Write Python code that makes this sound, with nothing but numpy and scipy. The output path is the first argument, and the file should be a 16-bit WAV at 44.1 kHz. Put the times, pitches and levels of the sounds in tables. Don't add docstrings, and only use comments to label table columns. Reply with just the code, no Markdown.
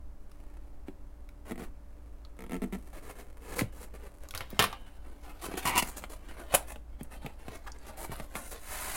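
import sys
import numpy as np
from scipy import signal
from scipy.fft import rfft, irfft, next_fast_len
from scipy.io import wavfile
from scipy.ndimage import uniform_filter1d, map_coordinates

SR = 44100
rng = np.random.default_rng(int(sys.argv[2]) if len(sys.argv) > 2 else 0)


def output_pcm(signal):
    pcm = np.clip(np.atleast_2d(signal).T, -1, 1) * 32767
    wavfile.write(sys.argv[1], SR, np.round(pcm).astype(np.int16))


N = 395329
TIME = np.arange(N) / SR
RING_TIME = TIME[:SR // 2]
THUD_TOP_HZ, RAP_TOP_HZ, TOP_HZ = 600, 3600, 16150


def amp(db):
    return 10 ** (np.asarray(db) / 20)


def unit(x):
    return x / np.sqrt(np.mean(x ** 2) + 1e-20)


def unit_onset(x):
    return x / np.sqrt(np.mean(x[:int(0.01 * SR)] ** 2))


def along(points, hz):
    point_hz, values = np.transpose(points)
    return np.interp(np.log(hz + 1), np.log(point_hz + 1), values)


def wobble(rate_hz):
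    return map_coordinates(rng.standard_normal(int(N * rate_hz / SR) + 4), [TIME * rate_hz])


def fade(t60_s):
    return np.exp(-np.log(1000) * RING_TIME / t60_s)


def add(track, start_s, sound):
    part = track[round(start_s * SR):][:len(sound)]
    part += sound[:len(part)]


def band(x, edges_hz, kind):
    return signal.sosfilt(signal.butter(4, edges_hz, kind, fs=SR, output="sos"), x)


def filtered(x, response):
    size = next_fast_len(len(x) + SR // 4)
    return irfft(rfft(x, size) * response(np.fft.rfftfreq(size, 1 / SR)), size)[:len(x)]


def coloured(x, spectrum, size=2048):
    gain = amp(along(spectrum, np.fft.rfftfreq(size, 1 / SR)))
    cepstrum = irfft(np.log(gain))
    cepstrum[1:size // 2] *= 2
    cepstrum[size // 2 + 1:] = 0
    return signal.fftconvolve(x, irfft(np.exp(rfft(cepstrum))))[:len(x)]


def resonant(x, peaks):
    def response(f):
        return sum((-1) ** k * amp(db) * 1j * f * width_hz / (hz * hz - f * f + 1j * f * width_hz)
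                   for k, (hz, width_hz, db) in enumerate(peaks))
    return filtered(x, response)


def gliding(x, hz, width_hz):
    turn = np.exp(2j * np.pi * np.cumsum(hz) / SR)
    pole = np.exp(-np.pi * width_hz / SR)
    return np.real(turn * signal.lfilter([2 * (1 - pole)], [1, -pole], x / turn))


def shifting(x, depth_db, size=1024, frames=6):
    spectra = signal.stft(x, nperseg=size)[2]
    field = uniform_filter1d(rng.standard_normal(spectra.shape), size=3, axis=0)
    field = uniform_filter1d(field, size=frames, axis=1)
    return signal.istft(spectra * amp(depth_db * unit(field)), nperseg=size)[1][:N]


def levels(rows):
    times, *columns = np.transpose(rows)
    active = (TIME > times[0]) & (TIME < times[-1])
    return np.array([amp(np.interp(TIME, times, db)) for db in columns]) * active


def strokes(rows, attack_s, swell_db_per_s, release_s):
    rasp, hiss = np.zeros(N), np.zeros(N)
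    for start_s, length_s, rasp_db, hiss_db in rows:
        attack = np.minimum(RING_TIME / attack_s, 1)
        swell = amp(-swell_db_per_s * np.maximum(length_s - RING_TIME, 0))
        release = np.exp(-np.maximum(RING_TIME - length_s, 0) / release_s)
        shape = attack * swell * release
        add(rasp, start_s, amp(rasp_db) * shape)
        add(hiss, start_s, amp(hiss_db) * shape)
    return rasp, hiss


def ring(modes, detune, damping=1):
    scatter = rng.standard_normal((len(modes), 2))
    out = np.zeros(len(RING_TIME))
    for (hz, db, t60_s), (offset_db, shift) in zip(modes, scatter):
        tone = np.sin(2 * np.pi * hz * (1 + detune * shift) * RING_TIME)
        out += amp(db + offset_db) * fade(t60_s / damping) * tone
    return out


def crack(t60_s, tail_db, tail_t60_s):
    return rng.standard_normal(len(RING_TIME)) * (fade(t60_s) + amp(tail_db) * fade(tail_t60_s))


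def tick(spectrum, t60_s, tail_db, tail_t60_s):
    return unit_onset(coloured(crack(t60_s, tail_db, tail_t60_s), spectrum))


def ping(hz, width_share, t60_s):
    burst = rng.standard_normal(len(RING_TIME)) * fade(t60_s)
    peak = resonant(burst, [(hz, width_share * hz, 0)])
    return unit_onset(resonant(peak, [(hz, hz / 2, 0)]))


# (frequency [Hz], relative level [dB])
HISS_SPECTRUM = [(2400, -25.5), (3900, 8.5), (5200, 7), (7000, 12.5), (10000, 15.5), (15500, 8)]


def rub(gains, body, grains_per_s, spread_db, judder_db, treble=HISS_SPECTRUM):
    rasp_gain, hiss_gain = gains
    caught = rng.random(N) < grains_per_s / SR
    grains = caught * rng.standard_normal(N)
    grains *= amp(spread_db * rng.standard_normal(N) + judder_db * wobble(160))
    rasp = band(body(grains), RAP_TOP_HZ, "low")
    rasp /= np.std(band(rasp, [THUD_TOP_HZ, RAP_TOP_HZ], "band"))
    hiss = coloured(grains, treble)
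    hiss /= np.std(band(hiss, [RAP_TOP_HZ, TOP_HZ], "band"))
    return rasp * rasp_gain + hiss * hiss_gain


# (frequency [Hz], relative level [dB])
AIR_SPECTRUM = [(20, 6), (65, -6), (140, -21.5), (290, -20.5), (450, -27.5), (950, -30.5), (3200, -49),
                (10000, -51), (16000, -53.5)]
# (frequency [Hz], level [dB])
HUM_TONES = [(56, -52.5), (292, -68.5), (578, -71.5)]


def background(air_db=-45.5, waver_db=2, drift_rad=0.55):
    out = amp(air_db) * unit(coloured(rng.standard_normal(N), AIR_SPECTRUM))
    for hz, db in HUM_TONES:
        gain = amp(db + waver_db * wobble(4))
        out += gain * unit(np.sin(2 * np.pi * hz * TIME + drift_rad * wobble(4.6)))
    return out


# (frequency [Hz], t60 [s])
ROOM_DECAY = [(1000, 0.26), (12000, 0.16)]


def room(x, early_db=-7, early_t60_s=0.031, late_db=-16, move_s=0.3):
    hop = int(move_s * SR)
    padded = np.pad(x, (hop, 2 * hop))
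    window = np.sqrt(np.hanning(2 * hop))
    wet = np.zeros(len(padded) + SR)
    for start in range(0, N + hop, hop):
        hz, t, spectra = signal.stft(rng.standard_normal(SR // 2), SR, nperseg=256)
        decay = np.exp(-np.log(1000) * t / along(ROOM_DECAY, hz)[:, None])
        late = signal.istft(spectra * decay, SR)[1]
        early = rng.standard_normal(len(RING_TIME)) * fade(early_t60_s)
        echoes = np.zeros(SR // 2)
        add(echoes, 0.0015, amp(early_db) * early / np.linalg.norm(early))
        add(echoes, 0.009, amp(late_db) * late / np.linalg.norm(late))
        add(wet, start / SR, signal.fftconvolve(padded[start:start + 2 * hop] * window, echoes))
    return wet[hop:hop + N]


# (time [s], rasp [dB], hiss [dB])
BAG_SLIDE = [(8.58, -67, -64), (8.72, -45.5, -45.5), (8.97, -43, -42)]
# (frequency [Hz], relative level [dB])
FILM_SPECTRUM = [(150, -5.5), (480, -4.5), (700, 1.5), (2100, -0.5), (3600, -9.5)]
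# (time [s], frequency [Hz], level [dB])
FOLD_SNAPS = [(7.032, 9900, -49), (7.719, 5600, -50), (7.786, 7000, -62), (8.164, 9900, -52),
              (8.811, 9500, -43.5)]


def bag():
    out = rub(levels(BAG_SLIDE), lambda x: coloured(x, FILM_SPECTRUM),
              grains_per_s=15000, spread_db=1.5, judder_db=1)
    for time_s, hz, db in FOLD_SNAPS:
        add(out, time_s, amp(db) * ping(hz, width_share=0.5, t60_s=0.01))
    return out


# (time [s], centre pitch [Hz], level [dB])
CARD_SQUEAKS = [(7.66, 1190, -40), (8.112, 800, -42.5)]


def squeaks(length_s=0.03, rise_octaves=0.35, width_share=0.2):
    out = np.zeros(N)
    swell = np.hanning(int(length_s * SR))
    rise = 2 ** (rise_octaves * np.linspace(-0.5, 0.5, len(swell)))
    for time_s, hz, db in CARD_SQUEAKS:
        tone = gliding(rng.standard_normal(len(swell)), hz * rise, width_share * hz)
        add(out, time_s, amp(db) * swell * unit(tone))
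    return out


# (base frequency [Hz], relative level [dB], base t60 [s])
CARTON_MODES = [(199.6, -1, 0.14), (259, 7, 0.071), (361, 0.5, 0.11), (465, 3, 0.043), (720, 0, 0.028),
                (960, -1.5, 0.024), (1332, -2, 0.027), (2070, 6.5, 0.0084)]


def carton_blow(thud_db, rap_db, pitch, detune, damping, crunch, crunch_t60_s):
    modes = ring([(hz * pitch, db, t60_s) for hz, db, t60_s in CARTON_MODES], detune, damping)
    fibres = crunch * rng.standard_normal(len(RING_TIME)) * fade(crunch_t60_s)
    thud = band(band(modes, 160 * pitch, "high"), THUD_TOP_HZ, "low")
    rap = band(modes + fibres, [THUD_TOP_HZ, RAP_TOP_HZ], "band")
    return amp(thud_db) * unit_onset(thud) + amp(rap_db) * unit_onset(rap)


# (time [s], thud [dB], rap [dB], pitch [ratio])
CARTON_KNOCKS = [(0.883, -40, -53.5, 1.11), (3.61, -40, -36, 1.01), (3.617, -26.5, -49, 0.79),
                 (3.632, -34, -63.5, 0.62), (4.529, -38.5, -63, 1.07), (5.485, -40, -59, 1.1),
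                 (5.54, -37, -48, 0.97), (5.653, -36.5, -43, 0.63), (5.826, -36.5, -44, .7),
                 (6.039, -49, -40.5, 1.03), (6.759, -50, -51.5, 1.16), (7.01, -40, -51, 0.83),
                 (7.246, -40.5, -57.5, 0.67), (7.263, -46, -41, 1.03), (7.482, -37.5, -47, 0.69),
                 (8.095, -38.5, -61, .55), (8.118, -42, -45.5, .8), (8.199, -42, -43, 0.87),
                 (8.354, -43.5, -37, 1)]


def knocks(tick_re_rap_db=-11.5, boom_hz=104, boom_re_thud_db=-11, boom_t60_s=0.13):
    out = np.zeros(N)
    for time_s, thud_db, rap_db, pitch in CARTON_KNOCKS:
        blow = carton_blow(thud_db, rap_db, pitch, detune=0.07, damping=1.6,
                           crunch=1.5, crunch_t60_s=0.035)
        click = tick(HISS_SPECTRUM, t60_s=0.0066, tail_db=-22.5, tail_t60_s=0.22)
        boom = ring([(boom_hz, thud_db + boom_re_thud_db, boom_t60_s)], detune=0.1)
        add(out, time_s, blow + amp(rap_db + tick_re_rap_db) * click + boom)
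    return out


# (frequency [Hz], relative level [dB])
CARD_SPECTRUM = [(70, -15.5), (220, 3.5), (450, 1.5), (700, 5), (1150, -1.5), (1550, -3), (3600, -9)]
# (start [s], length [s], rasp [dB], hiss [dB])
FINGER_SCUFFS = [(5.41, 0.058, -43.5, -48.5), (5.568, 0.0064, -37, -38.5), (5.62, 0.087, -44, -51),
                 (5.835, 0.057, -49.5, -47), (5.963, 0.011, -45.5, -42.5), (6.09, .05, -52, -56),
                 (6.67, 0.049, -54, -54.5), (7.1, 0.055, -52, -61.5), (7.21, 0.028, -56, -64),
                 (7.535, 0.018, -51, -55), (7.86, 0.03, -55.5, -55.5), (7.965, 0.084, -48, -48.5),
                 (8.11, 0.021, -63, -52), (8.345, 0.026, -45, -48), (8.37, 0.13, -72, -54),
                 (8.505, 0.025, -48.5, -48)]
# (time [s], base level [dB])
GRIP_LEVELS = [(4.2, -69), (4.57, -52), (4.96, -63), (5.19, -58.5), (5.68, -49.5), (6.09, -59),
               (6.6, -50.5), (6.79, -75.5), (7.36, -59), (8.6, -54)]


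def hands(skid_s=0.024, skid_rasp_re_rap_db=-10, skid_hiss_re_rap_db=-17, grip_waver_db=4.24):
    scuffs = strokes(FINGER_SCUFFS, attack_s=0.012, swell_db_per_s=44, release_s=0.018)
    lead_ins = [(time_s - skid_s, skid_s, rap_db + skid_rasp_re_rap_db, rap_db + skid_hiss_re_rap_db)
                for time_s, _, rap_db, _ in CARTON_KNOCKS]
    skids = strokes(lead_ins, attack_s=0.015, swell_db_per_s=199, release_s=0.012)
    grip = levels(GRIP_LEVELS) * amp([[-2.5], [-12]])
    grip *= amp(grip_waver_db * wobble(25))
    gains = np.linalg.norm([scuffs, skids, grip], axis=0)
    hollow = lambda x: shifting(coloured(x, CARD_SPECTRUM), depth_db=3.2)
    rubbing = rub(gains, hollow, grains_per_s=7000, spread_db=1.5, judder_db=2)
    return shifting(rubbing, depth_db=2, size=64, frames=120)


# (start [s], length [s], rasp [dB], hiss [dB])
FLAP_TUGS = [(5.652, 0.044, -30, -36), (5.698, 0.052, -34.5, -52), (5.752, 0.022, -28, -37),
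             (5.775, 0.023, -27, -28.5), (5.821, 0.0063, -28.5, -35)]
# (frequency [Hz], width [Hz], relative level [dB])
FLAP_PEAKS = [(156, 340, -11), (668, 74, -5), (2030, 270, -5.5)]
# (time [s], frequency [Hz])
GROAN_PITCH = [(5.655, 1100), (5.68, 1060), (5.7, 1040), (5.76, 950), (5.778, 1030), (5.8, 1050),
               (5.825, 900)]
# (frequency [Hz], relative level [dB])
FLAP_HISS = [(2300, -26.5), (2800, 21), (3400, -10.5), (4200, 3.5), (5400, 2.5), (10000, 7.5), (15500, -1)]


def flap(groan_width_hz=133, groan_gain_db=2):
    tugs = strokes(FLAP_TUGS, attack_s=0.0035, swell_db_per_s=14, release_s=0.0053)
    groan_hz = np.interp(TIME, *np.transpose(GROAN_PITCH))
    def bending(x):
        return resonant(x, FLAP_PEAKS) + amp(groan_gain_db) * gliding(x, groan_hz, groan_width_hz)
    return rub(tugs, bending, grains_per_s=5000, spread_db=1, judder_db=0.5, treble=FLAP_HISS)


# (time [s], rasp [dB], hiss [dB])
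LID_SCRAPE = [(6.521, -41, -51), (6.536, -41, -46), (6.541, -27, -32), (6.551, -23.5, -18),
              (6.559, -37, -35), (6.6, -55, -54)]
# (frequency [Hz], relative level [dB])
LID_HISS = [(2300, -22.5), (3200, -3), (5300, -9), (7500, 0), (10200, 5.5), (12000, -1), (15500, -9.5)]
# (frequency [Hz], relative level [dB], t60 [s])
LID_MODES = [(201, -8, 0.096), (536, 1, 0.074), (716, -8, 0.09), (1230, 0, 0.044)]


def lid(low_cut_hz=380, free_s=6.5405, pop_db=-26.5):
    edge = lambda x: band(coloured(x, CARD_SPECTRUM), low_cut_hz, "high")
    out = rub(levels(LID_SCRAPE), edge, grains_per_s=10000, spread_db=2.5, judder_db=0.5,
              treble=LID_HISS)
    add(out, free_s, amp(pop_db) * unit_onset(ring(LID_MODES, detune=0.005)))
    return out


# (time [s], clack [dB], tick [dB], ping frequency [Hz], ping [dB])
SCISSOR_HITS = [(0.317, -63, -65.5, 2600, -72), (1.29, -62, -63.5, 2260, -60.5),
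                (2.25, -60.5, -72, 4230, -58), (3.592, -39, -36, 2200, -31.5),
                (4.2875, -57.5, -51.5, 7650, -51.5), (4.3088, -56, -47.5, 3430, -46.5),
                (4.339, -46, -61, 2220, -48.5), (4.3495, -38.5, -41.5, 11600, -46),
                (4.3766, -45.5, -42, 5370, -46), (4.407, -37.5, -49, 2040, -43.5),
                (4.504, -61.5, -55, 13800, -53.5), (4.5923, -20.5, -27, 2850, -27),
                (4.624, -28.5, -31.5, 3550, -35.5), (4.64, -30, -35, 1100, -31),
                (4.728, -39, -53.5, 910, -41.5)]
# (frequency [Hz], relative level [dB], base t60 [s])
DESK_MODES = [(88, 4, 0.084), (542, -9, 0.24), (862, -4, 0.16), (1055, -0.5, 0.081), (1327, 11.5, 0.029),
              (2030, -7, 0.037), (2820, 1, 0.014)]
# (frequency [Hz], level re clack [dB], t60 [s])
BLADE_MODES = [(1640, -31, .7), (2820, -31, .7), (2970, -35, .85), (3050, -34, .9), (3780, -41, .7)]
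# (frequency [Hz], relative level [dB])
TICK_SPECTRUM = [(2200, -25.5), (3800, 6.5), (7700, 0), (10500, 5), (15500, -1.5)]


def scissors():
    out = np.zeros(N)
    for time_s, clack_db, tick_db, ping_hz, ping_db in SCISSOR_HITS:
        rattle_db = 0.5 * clack_db + 13
        desk = ring(DESK_MODES, detune=0.058, damping=1.05)
        contact = band(5 * crack(t60_s=0.0041, tail_db=rattle_db, tail_t60_s=0.15), RAP_TOP_HZ, "low")
        steel = ring(BLADE_MODES, detune=0.004)
        click = tick(TICK_SPECTRUM, t60_s=0.0039, tail_db=rattle_db - 5.5, tail_t60_s=0.097)
        add(out, time_s, amp(clack_db) * (unit_onset(desk + contact) + steel))
        add(out, time_s, amp(tick_db) * click)
        add(out, time_s, amp(ping_db) * ping(ping_hz, width_share=0.14, t60_s=0.0035))
    return out


# (start [s], length [s], rasp [dB], hiss [dB])
BLADE_PUSHES = [(1.45, 0.062, -50, -58.5), (1.575, 0.064, -49, -56.5), (2.925, 0.061, -50, -58),
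                (3.02, 0.089, -49, -53.5), (3.15, 0.064, -53, -58), (3.40, 0.14, -45, -50.5),
                (3.555, 0.041, -39, -38.5), (3.72, 0.12, -51.5, -52), (3.935, 0.02, -52, -58.5),
                (3.99, 0.078, -54, -62)]
# (time [s], rasp [dB], hiss [dB])
BLADE_REST = [(0.2, -76, -78), (0.52, -67, -75.5), (0.85, -81, -88), (2.3, -73.5, -82), (2.8, -66.5, -68.5),
              (3.9, -71, -81), (4.25, -70, -69)]
# (frequency [Hz], relative level [dB])
SEAM_SPECTRUM = [(70, -32), (170, -3.5), (450, -1.5), (620, -5.5), (1550, -12), (2200, -13.5), (3600, -22)]


def blade_scrape():
    pushes = strokes(BLADE_PUSHES, attack_s=0.0073, swell_db_per_s=131, release_s=0.014)
    seam = lambda x: coloured(x, SEAM_SPECTRUM)
    scrape = rub(pushes, seam, grains_per_s=6000, spread_db=1, judder_db=2)
    scratch = rub(levels(BLADE_REST), seam, grains_per_s=700, spread_db=4, judder_db=2)
    return scrape + scratch


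# (start [s], length [s], nominal gap [s], thud [dB], rap [dB])
SLIP_RUNS = [(1.51, 0.01, .013, -39, -48.5), (1.558, 0.021, 0.024, -43, -50.5),
             (1.596, 0.025, 0.014, -42, -54), (2.39, 0.048, .015, -50, -53.5),
             (2.465, 0.029, 0.031, -44, -50.5), (2.509, .056, .0112, -40, -47),
             (2.619, 0.025, 0.0049, -39, -51), (2.725, .031, 0.0055, -39, -48.5)]


def blade_slips(jitter_share=0.04, scatter_db=2.5, tick_re_rap_db=-8):
    out = np.zeros(N)
    for start_s, length_s, gap_s, thud_db, rap_db in SLIP_RUNS:
        for due_s in np.linspace(start_s, start_s + length_s, round(length_s / gap_s) + 1):
            time_s = due_s + jitter_share * gap_s * rng.standard_normal()
            gain = amp(scatter_db * rng.standard_normal())
            jerk = carton_blow(thud_db, rap_db, pitch=0.96, detune=0.023, damping=1,
                               crunch=1.25, crunch_t60_s=0.03)
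            click = tick(HISS_SPECTRUM, t60_s=0.0074, tail_db=-19, tail_t60_s=0.03)
            add(out, time_s, gain * (jerk + amp(rap_db + tick_re_rap_db) * click))
    return out


def scene():
    cutting = blade_scrape() + blade_slips()
    near = cutting + knocks() + scissors() + flap() + lid() + hands() + squeaks() + bag()
    return (near + room(near) + background())[None]


def record(dry):
    return filtered(dry[0], lambda hz: hz < TOP_HZ)[None]


dry = scene()
out = record(dry)
output_pcm(out)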